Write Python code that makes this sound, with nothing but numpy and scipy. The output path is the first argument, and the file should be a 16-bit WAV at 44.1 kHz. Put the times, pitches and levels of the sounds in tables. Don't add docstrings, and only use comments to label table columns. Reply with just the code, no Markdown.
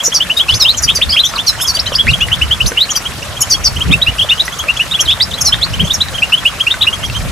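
import sys
import numpy as np
from scipy import signal
from scipy.io import wavfile
from scipy.ndimage import map_coordinates

SR = 44100
rng = np.random.default_rng(int(sys.argv[2]) if len(sys.argv) > 2 else 0)


def put_to_file(sound):
    columns = np.atleast_2d(sound).T
    safe = np.clip(columns, -1, 1)
    whole_steps = np.round(safe * 32767)
    wavfile.write(sys.argv[1], SR, whole_steps.astype(np.int16))


N = 322371
HISS_DB, WIND_DB, SONG_DB, TICK_DB = -25, 4.5, 0.46, 7


def from_db(db):
    return 10 ** (np.asarray(db) / 20)


def rms_one(x):
    return x / np.sqrt(np.mean(x ** 2) + 1e-20)


def at_hz(points, hz):
    points = np.array(points)
    return np.interp(np.log(np.maximum(hz, 1)), np.log(points[:, 0]), points[:, 1])


def add(track, s, sound):
    at = round(s * SR)
    first, last = max(at, 0), min(at + sound.shape[-1], N)
    track[..., first:last] += sound[..., first - at:last - at]


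def bandpass(x, low_hz, high_hz, order):
    band = signal.butter(order, [low_hz, min(high_hz, SR / 2 - 1)], "band", fs=SR, output="sos")
    return signal.sosfilt(band, x)


def drift(rate_hz, size):
    pole = np.exp(-2 * np.pi * rate_hz / SR)
    run_in = SR // 20
    smooth = signal.lfilter([1], [1, -2 * pole, pole * pole], rng.standard_normal(size + run_in))
    return rms_one(smooth)[run_in:]


def banded_noise(colour, likeness, flicker_db, flicker_hz, low_hz, count, calm_hz=4500):
    out, edges = 0, low_hz * np.sqrt(2) ** np.arange(count + 1)
    white = rng.standard_normal((2, 2, N))
    for k, (low, high) in enumerate(zip(edges, edges[1:])):
        mid, side = bandpass(white[k % 2], low, high, order=2)
        hz = np.sqrt(low * high)
        alike = np.clip(at_hz(likeness, hz), -1, 1)
        stereo = np.sqrt(1 + alike) * mid + np.sqrt(1 - alike) * side * [[1], [-1]]
        flicker = flicker_db / np.hypot(1, hz / calm_hz) * drift(flicker_hz, N)
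        out = out + from_db(at_hz(colour, hz) + flicker) * stereo
    return rms_one(out)


# (frequency [Hz], relative level [dB])
HISS_COLOUR = [(120, 4), (400, -7), (580, 1), (850, -2.5), (1350, 2.5), (1700, -1.5), (2400, -2.5),
               (3300, -5), (4500, -7), (8000, -11), (11000, -15), (15000, -24.5)]
# (frequency [Hz], left-right correlation [0-1])
HISS_LIKENESS = [(150, 0.93), (600, 0.69), (1400, 0.75), (3000, 0.14), (8000, 0.64), (12000, 0.8)]


def hiss():
    air = banded_noise(HISS_COLOUR, HISS_LIKENESS, flicker_db=3.5, flicker_hz=32, low_hz=126.4, count=14)
    return from_db(HISS_DB) * air


# (time [s], level [dB])
WIND_RIDE = [(0.0, -42), (0.43, -37.5), (0.65, -34), (0.92, -28), (1.26, -36.5), (1.67, -33), (2.08, -25.5),
             (2.52, -25.5), (2.85, -38), (3.32, -33.5), (3.81, -23.5), (4.46, -35.5), (5.8, -27),
             (6.64, -37), (6.88, -33.5), (7.31, -19.5)]
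# (time [s], level [dB], half length [s])
BUFFETS = [(0.552, -25.5, 0.038), (.86, -27.5, 0.015), (1.083, -28, 0.017), (2.097, -21, 0.038),
           (2.656, -20, 0.026), (3.1, -32, 0.018), (3.909, -17, 0.042), (4.088, -21.5, 0.013),
           (5.822, -20.5, 0.031)]
# (frequency [Hz], relative level [dB])
WIND_COLOUR = [(15, -42), (25, -24), (54, 0), (86, -0.5), (188, -11.5), (255, -30), (450, -25), (580, -54),
               (990, -120)]


def wind(brighten=0.55):
    t = np.arange(N) / SR
    flow = from_db(np.interp(t, *np.transpose(WIND_RIDE)))
    flow += sum(from_db(level_db) * np.exp(-((t - s) / half) ** 2) for s, level_db, half in BUFFETS)
    rumble = banded_noise(WIND_COLOUR, likeness=[(50, 0.18), (300, 0.55)],
                          flicker_db=2.5, flicker_hz=11, low_hz=22.2, count=9)
    flutter = banded_noise(colour=[(150, -1), (450, -28.5)], likeness=[(50, 0), (300, 0.25)],
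                           flicker_db=6, flicker_hz=16, low_hz=129, count=4)
    return from_db(WIND_DB) * flow * (rumble + brighten * flow / flow.max() * flutter)


def gesture(length, hz, shape, swell_power=1.42, shimmer_db=1.5):
    first, last, crest = shape
    progress = np.linspace(0, 1, max(int(length * SR), 2))
    glide = np.polyfit([0, .5, 1], [first * hz, hz, last * hz], 2)
    skewed = np.interp(progress, [0, crest, 1], [0, .5, 1])
    swell = np.abs(np.sin(np.pi * skewed)) ** swell_power
    shimmer = from_db(shimmer_db * drift(236, len(progress)))
    return np.polyval(glide, progress), swell * shimmer


def voice_phase(pitch, jitter):
    return 2 * np.pi * np.cumsum(pitch * (1 + jitter * drift(370, len(pitch)))) / SR


ARCHES, ARCH_SHAPE = [(0.0, 0.02, 3350, -11), (0.116, 0.028, 3320, -12.5), (0.518, 0.025, 3500, -8.5),
                      (1.119, 0.043, 3320, -8.5), (1.233, 0.024, 3485, -4.5), (1.583, 0.029, 3170, -20.5),
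                      (1.641, 0.03, 3350, -14.5), (1.859, 0.038, 3130, -15.5), (1.979, 0.048, 3364, -4.5),
                      (2.947, 0.026, 3280, -17), (3.362, 0.025, 3280, -19.5), (3.416, 0.041, 3110, -18),
                      (3.539, 0.025, 3320, -11), (4.375, 0.021, 3220, -17.5), (4.587, 0.039, 3320, -13.5),
                      (4.907, 0.035, 3780, -9.5), (5.374, 0.028, 3365, -18), (5.838, 0.028, 3190, -18),
                      (5.869, 0.021, 3450, -15), (6.136, 0.037, 3270, -16.5), (6.371, 0.024, 3350, -10.5),
                      (6.47, 0.024, 3330, -8.5), (6.925, 0.027, 3290, -10), (7.026, 0.04, 3248, -12.5),
                      (7.141, 0.045, 3186, -15)], (0.83, 0.902, 0.39)
SWEEPS, SWEEP_SHAPE = [(0.199, 0.041, 3213, -5), (0.646, 0.035, 3080, -3.5), (0.677, 0.049, 4005, -2),
                       (0.874, 0.052, 3440, -6.0), (1.111, 0.045, 4900, -10), (1.247, 0.035, 3560, -8),
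                       (1.939, 0.016, 3400, -15.0), (1.948, 0.023, 5030, -5), (2.313, 0.042, 3200, -4.5),
                       (2.769, 0.032, 3066, -4), (2.797, 0.052, 3996, -4), (4.204, 0.038, 3185, -5),
                       (5.07, 0.068, 3500, -5.5), (5.214, 0.03, 4910, -4.5), (5.521, 0.027, 3390, -2),
                       (5.61, 0.038, 3610, -10), (5.623, 0.031, 4180, -6)], (0.84, 1.141, 0.33)
CHIPS, CHIP_SHAPE = [(0.295, 0.03, 2926, -4), (0.391, 0.04, 3287, -4.5), (0.481, 0.037, 2960, -3),
                     (1.087, 0.04, 4980, -9.5), (2.202, 0.031, 3430, -10), (2.205, 0.047, 2890, -4.5),
                     (2.412, 0.027, 2937, -2.5), (2.504, 0.045, 3303, -5), (2.601, 0.027, 2940, -3),
                     (3.049, 0.03, 3210, -13.5), (4.061, 0.045, 2856, -5.5), (4.304, 0.035, 2883, -3.5),
                     (4.518, 0.031, 3370, -20.5), (4.68, 0.034, 2745, -3.5), (4.791, 0.0404, 2864, -4.0),
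                     (5.33, 0.031, 3970, -12.5), (6.218, 0.032, 2763, -4), (6.319, 0.042, 2974, -0.5),
                     (6.449, 0.031, 2890, -1.5), (6.664, 0.028, 2765, -2), (6.865, 0.029, 2825, -3.5)], (0.81, 1.007, 0.38)
DIPS, DIP_SHAPE = [(0.484, 0.023, 3740, -16), (1.353, 0.021, 4160, -13), (1.763, 0.015, 3160, -12),
                   (1.914, 0.035, 2970, -18.5), (2.1, 0.023, 4040, -14.5), (5.049, 0.028, 3730, -16.0),
                   (5.308, 0.019, 3330, -17.5)], (1.27, 0.85, 0.5)
WHIPS, WHIP_SHAPE = [(0.504, 0.015, 4950, -16.0), (0.536, 0.016, 4570, -9.5), (0.886, 0.028, 3160, -4.5),
                     (1.011, 0.032, 3470, -2.5), (1.159, 0.032, 3085, -3.5), (1.179, 0.043, 3790, -2.5),
                     (1.371, 0.052, 3370, -11), (1.595, 0.047, 3440, -15.5), (1.788, 0.023, 5180, -6.5),
                     (2.068, 0.05, 2680, -4), (2.658, 0.013, 4500, -10.5), (5.103, 0.043, 3480, -7.5),
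                     (6.822, 0.027, 3640, -5)], (0.58, 1.04, 0.41)
PIPS, PIP_SHAPE = [(0.734, 0.023, 3070, -19), (1.857, 0.019, 3930, -12), (2.128, 0.024, 3180, -3),
                   (2.884, 0.032, 3120, -13.0), (3.218, 0.021, 2780, -20.5), (3.757, 0.025, 3060, -16),
                   (3.8, 0.031, 3110, -9), (3.907, 0.031, 3580, -6), (3.92, 0.032, 2610, -2.5),
                   (4.012, 0.026, 3800, -3), (4.179, 0.03, 3160, -7), (4.285, 0.03, 3566, -4.5),
                   (4.391, 0.028, 3814, -1.5), (4.447, 0.0276, 5880, -22.5), (4.585, 0.013, 6280, -15),
                   (4.762, 0.02, 3230, -11.5), (4.933, 0.031, 3280, -6), (4.984, 0.033, 3150, -6.0),
                   (5.197, 0.027, 3800, -2.5), (5.73, 0.021, 2980, -14), (5.79, 0.03, 3140, -6.0),
                   (5.895, 0.032, 3594, -4.5), (6.002, 0.027, 3840, -2), (6.175, 0.024, 3090, -11.5),
                   (6.595, 0.03, 3150, -6.0), (6.7, 0.029, 3604, -5), (6.807, 0.026, 3813, -2.5),
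                   (7.05, 0.0207, 5590, -21.5)], (0.72, 1.019, 0.61)


def chirps(jitter=0.0083, overtones_db=(-4.5, -14.5, -30), soft_below_db=-6.5, buzz_db=2.5, rasp_db=-32):
    out = np.zeros((2, N))
    repertoire = ((CHIPS, CHIP_SHAPE), (PIPS, PIP_SHAPE), (SWEEPS, SWEEP_SHAPE),
                  (ARCHES, ARCH_SHAPE), (WHIPS, WHIP_SHAPE), (DIPS, DIP_SHAPE))
    for notes, shape in repertoire:
        for s, length, hz, level_db in notes:
            pitch, swell = gesture(length, hz, shape)
            phase = voice_phase(pitch, jitter)
            note = from_db(level_db) * swell * np.sin(phase) + rasp(swell, level_db + rasp_db)
            softness = np.clip((soft_below_db - level_db) / 2, -1, 1)
            for harmonic, overtone_db in enumerate(overtones_db, 2):
                note += overtone(harmonic * phase, swell, overtone_db + buzz_db * softness)
            add(out, s, cage(note))
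    return out


def rasp(swell, level_db):
    noise = bandpass(rng.standard_normal(len(swell)), 5000, 14000, order=1)
    return from_db(level_db) * swell * rms_one(noise)


# (frequency [Hz], gain [dB])
OVERTONE_COLOUR = [(4500, -18), (6300, -32), (8000, -37.5), (9300, -42), (9800, -20), (10100, -36),
                   (10500, -26.5), (11000, -22), (11300, -36), (13200, -25), (15000, -31)]


def overtone(phase, swell, level_db, flutter_db=5):
    hz = np.gradient(phase) * SR / (2 * np.pi)
    gain = from_db(at_hz(OVERTONE_COLOUR, hz) + level_db + flutter_db * drift(68, len(hz)))
    return gain * np.sqrt(swell) * np.sin(phase) * (hz < SR / 2)


def diffuse_tail(seconds, t60, onset_s, level_db):
    t = np.arange(int(seconds * SR)) / SR
    tail = rng.standard_normal((2, len(t))) * from_db(-60 * t / t60) * (1 - np.exp(-t / onset_s))
    return from_db(level_db) * rms_one(tail) / np.sqrt(len(t))


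# (delay [s], level [dB])
REFLECTIONS = [(.0017, -13.5), (.0036, -15), (.0065, -15.5), (0.0109, -14), (.017, -22)]


def cage(sound, pan_spread_db=0.5, lag_spread_s=0.000011, path_spread=0.12):
    response = diffuse_tail(1 / 16, t60=0.061, onset_s=0.0056, level_db=-10)
    response[:, 0] = 1
    for delay, level_db in REFLECTIONS:
        arrival = delay * np.exp(path_spread * rng.normal()) + rng.uniform(0, .00022, 2)
        response[[0, 1], np.round(arrival * SR).astype(int)] += from_db(level_db)
    left, right = signal.fftconvolve(sound[None], response, axes=1)
    lag = rng.normal() * lag_spread_s * SR
    right = map_coordinates(right, [np.arange(len(right)) + lag])
    pan_db = rng.normal() * pan_spread_db
    return np.array([left, right]) * from_db([[pan_db], [-pan_db]])


def yard(sound):
    tail = diffuse_tail(0.5, t60=0.32, onset_s=0.0068, level_db=-22.5)
    return signal.fftconvolve(sound, tail, axes=1)[:, :N]


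def falling_shape(length, fall_octaves_per_s=13, settle_octaves_per_s=1.56, crest=0.53):
    return 2 ** (fall_octaves_per_s * length / 2), 2 ** (-settle_octaves_per_s * length / 2), crest


# (time [s], length [s], lower pitch [Hz],
# lower level [dB], upper pitch [Hz], upper level [dB], overtone trim [dB])
FALLING_DUETS = [(0.029, 0.045, 5360, -14, 6580, -10, -1), (0.135, 0.053, 4730, -7, 5740, -7, -4),
                 (0.594, 0.056, 3910, -5, 5240, -4.5, -5), (0.766, 0.034, 5960, -13, 6830, -14, -13),
                 (0.819, 0.044, 4880, -11.5, 5800, -9.5, 6), (0.946, 0.039, 4746, -8.5, 6010, -12, 2),
                 (1.46, 0.053, 4200, -5, 5460, -7, 0.5), (1.66, 0.064, 4660, -8.5, 5800, -12.5, -2),
                 (2.899, 0.029, 5930, -14, 6720, -13, -16), (2.952, 0.033, 4780, -10, 5800, -9.5, 4.5),
                 (3.403, 0.031, 5530, -8.5, 6670, -5, 6), (3.494, 0.053, 4655, -5.5, 5860, -6, 1),
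                 (3.635, 0.057, 4725, -5.5, 5620, -7.5, -8.5), (4.999, 0.026, 5610, -8, 6470, -10.5, 1),
                 (5.404, 0.029, 5420, -10, 6350, -8, 5), (5.44, 0.065, 4340, -9.5, 5550, -5.5, 4),
                 (5.93, 0.033, 5630, -9, 6520, -15, -4)]
HELD_DUETS, HELD_SHAPE = [(0.053, 0.036, 5880, -3.5, 6780, -11, -5),
                          (0.364, 0.039, 3780, -4.5, 5030, -25, -9),
                          (0.536, 0.05, 5300, -19, 6170, -13, -2), (1.242, 0.036, 5980, -14, 6930, -20, -7),
                          (1.279, 0.031, 5210, -24, 6200, -23, -6), (1.601, 0.053, 5380, -17, 6540, -22, 4),
                          (1.74, 0.039, 4700, -10.5, 5910, -21, -1),
                          (2.659, 0.046, 5350, -19, 6170, -13, 1)], (0.94, 0.95, 0.36)


def duets(jitter=0.0085, rasp_db=-21):
    out = np.zeros((2, N))
    notes = [(row, falling_shape(row[1])) for row in FALLING_DUETS]
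    notes += [(row, HELD_SHAPE) for row in HELD_DUETS]
    for (s, length, low_hz, low_db, high_hz, high_db, trim_db), shape in notes:
        pitch, swell = gesture(length, low_hz, shape)
        low, high = voice_phase(pitch, jitter), voice_phase(pitch + high_hz - low_hz, jitter)
        voices = from_db(low_db) * np.sin(low) + from_db(high_db) * np.sin(high)
        note = swell * voices + rasp(swell, low_db + rasp_db)
        # (phase [rad], relative level [dB])
        partials = (2 * low, 0), (low + high, -1.5), (2 * high, -7.5), (2 * high - low, 3.5), (3 * low, -7)
        note += sum(overtone(phase, swell, partial_db + trim_db) for phase, partial_db in partials)
        add(out, s, cage(note))
    return out


# (time [s], level [dB], ring pitch [Hz])
TICKS = [(0.081, -19, 480), (.989, -20.5, 564), (1.338, -19, 1330), (1.601, -22.5, 1490),
         (1.92, -17.5, 624), (2.069, -15, 1830), (2.285, -22, 2040), (2.717, -21, 470), (2.719, -20, 1520),
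         (4.48, -17.5, 1950), (4.639, -21.5, 1280), (5.206, -19.5, 1970), (5.543, -17.5, 1870),
         (6.085, -24, 3830), (6.741, -17, 1495), (7.099, -21.5, 2710)]


def ticks(ring_t60=0.028, crack_t60=0.012, crack_db=-1.5, crack_width=1.64):
    out, t = np.zeros((2, N)), np.arange(SR // 20) / SR
    for s, level_db, hz in TICKS:
        ring = np.sin(2 * np.pi * hz * t) * from_db(-60 * t / ring_t60)
        noise = bandpass(rng.standard_normal(len(t)), hz / crack_width, hz * crack_width, order=2)
        crack = rms_one(noise) * from_db(crack_db - 60 * t / crack_t60)
        add(out, s, cage(from_db(level_db + TICK_DB) * (ring + crack)))
    return out


def nibbling(per_s=8.8, level_db=-25, t60=0.015):
    out, t = np.zeros((2, N)), np.arange(SR // 40) / SR
    for when, brightness in rng.random((round(per_s * N / SR), 2)):
        hz = 1100 * 7 ** brightness
        snap = bandpass(rng.standard_normal(len(t)), hz / 2, hz * 2, order=1)
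        add(out, when * N / SR, rms_one(snap) * from_db(level_db - 60 * t / t60))
    return out


def scene():
    bird = from_db(SONG_DB) * (chirps() + duets()) + ticks() + nibbling()
    return hiss() + wind() + bird + yard(bird)


def record(dry, ceiling=0.95, cutoff_hz=15050):
    rounded = dry / (1 + (dry / ceiling) ** 12) ** (1 / 12)
    return signal.sosfilt(signal.ellip(10, .1, 70, cutoff_hz, fs=SR, output="sos"), rounded)


dry = scene()
out = record(dry)
put_to_file(out)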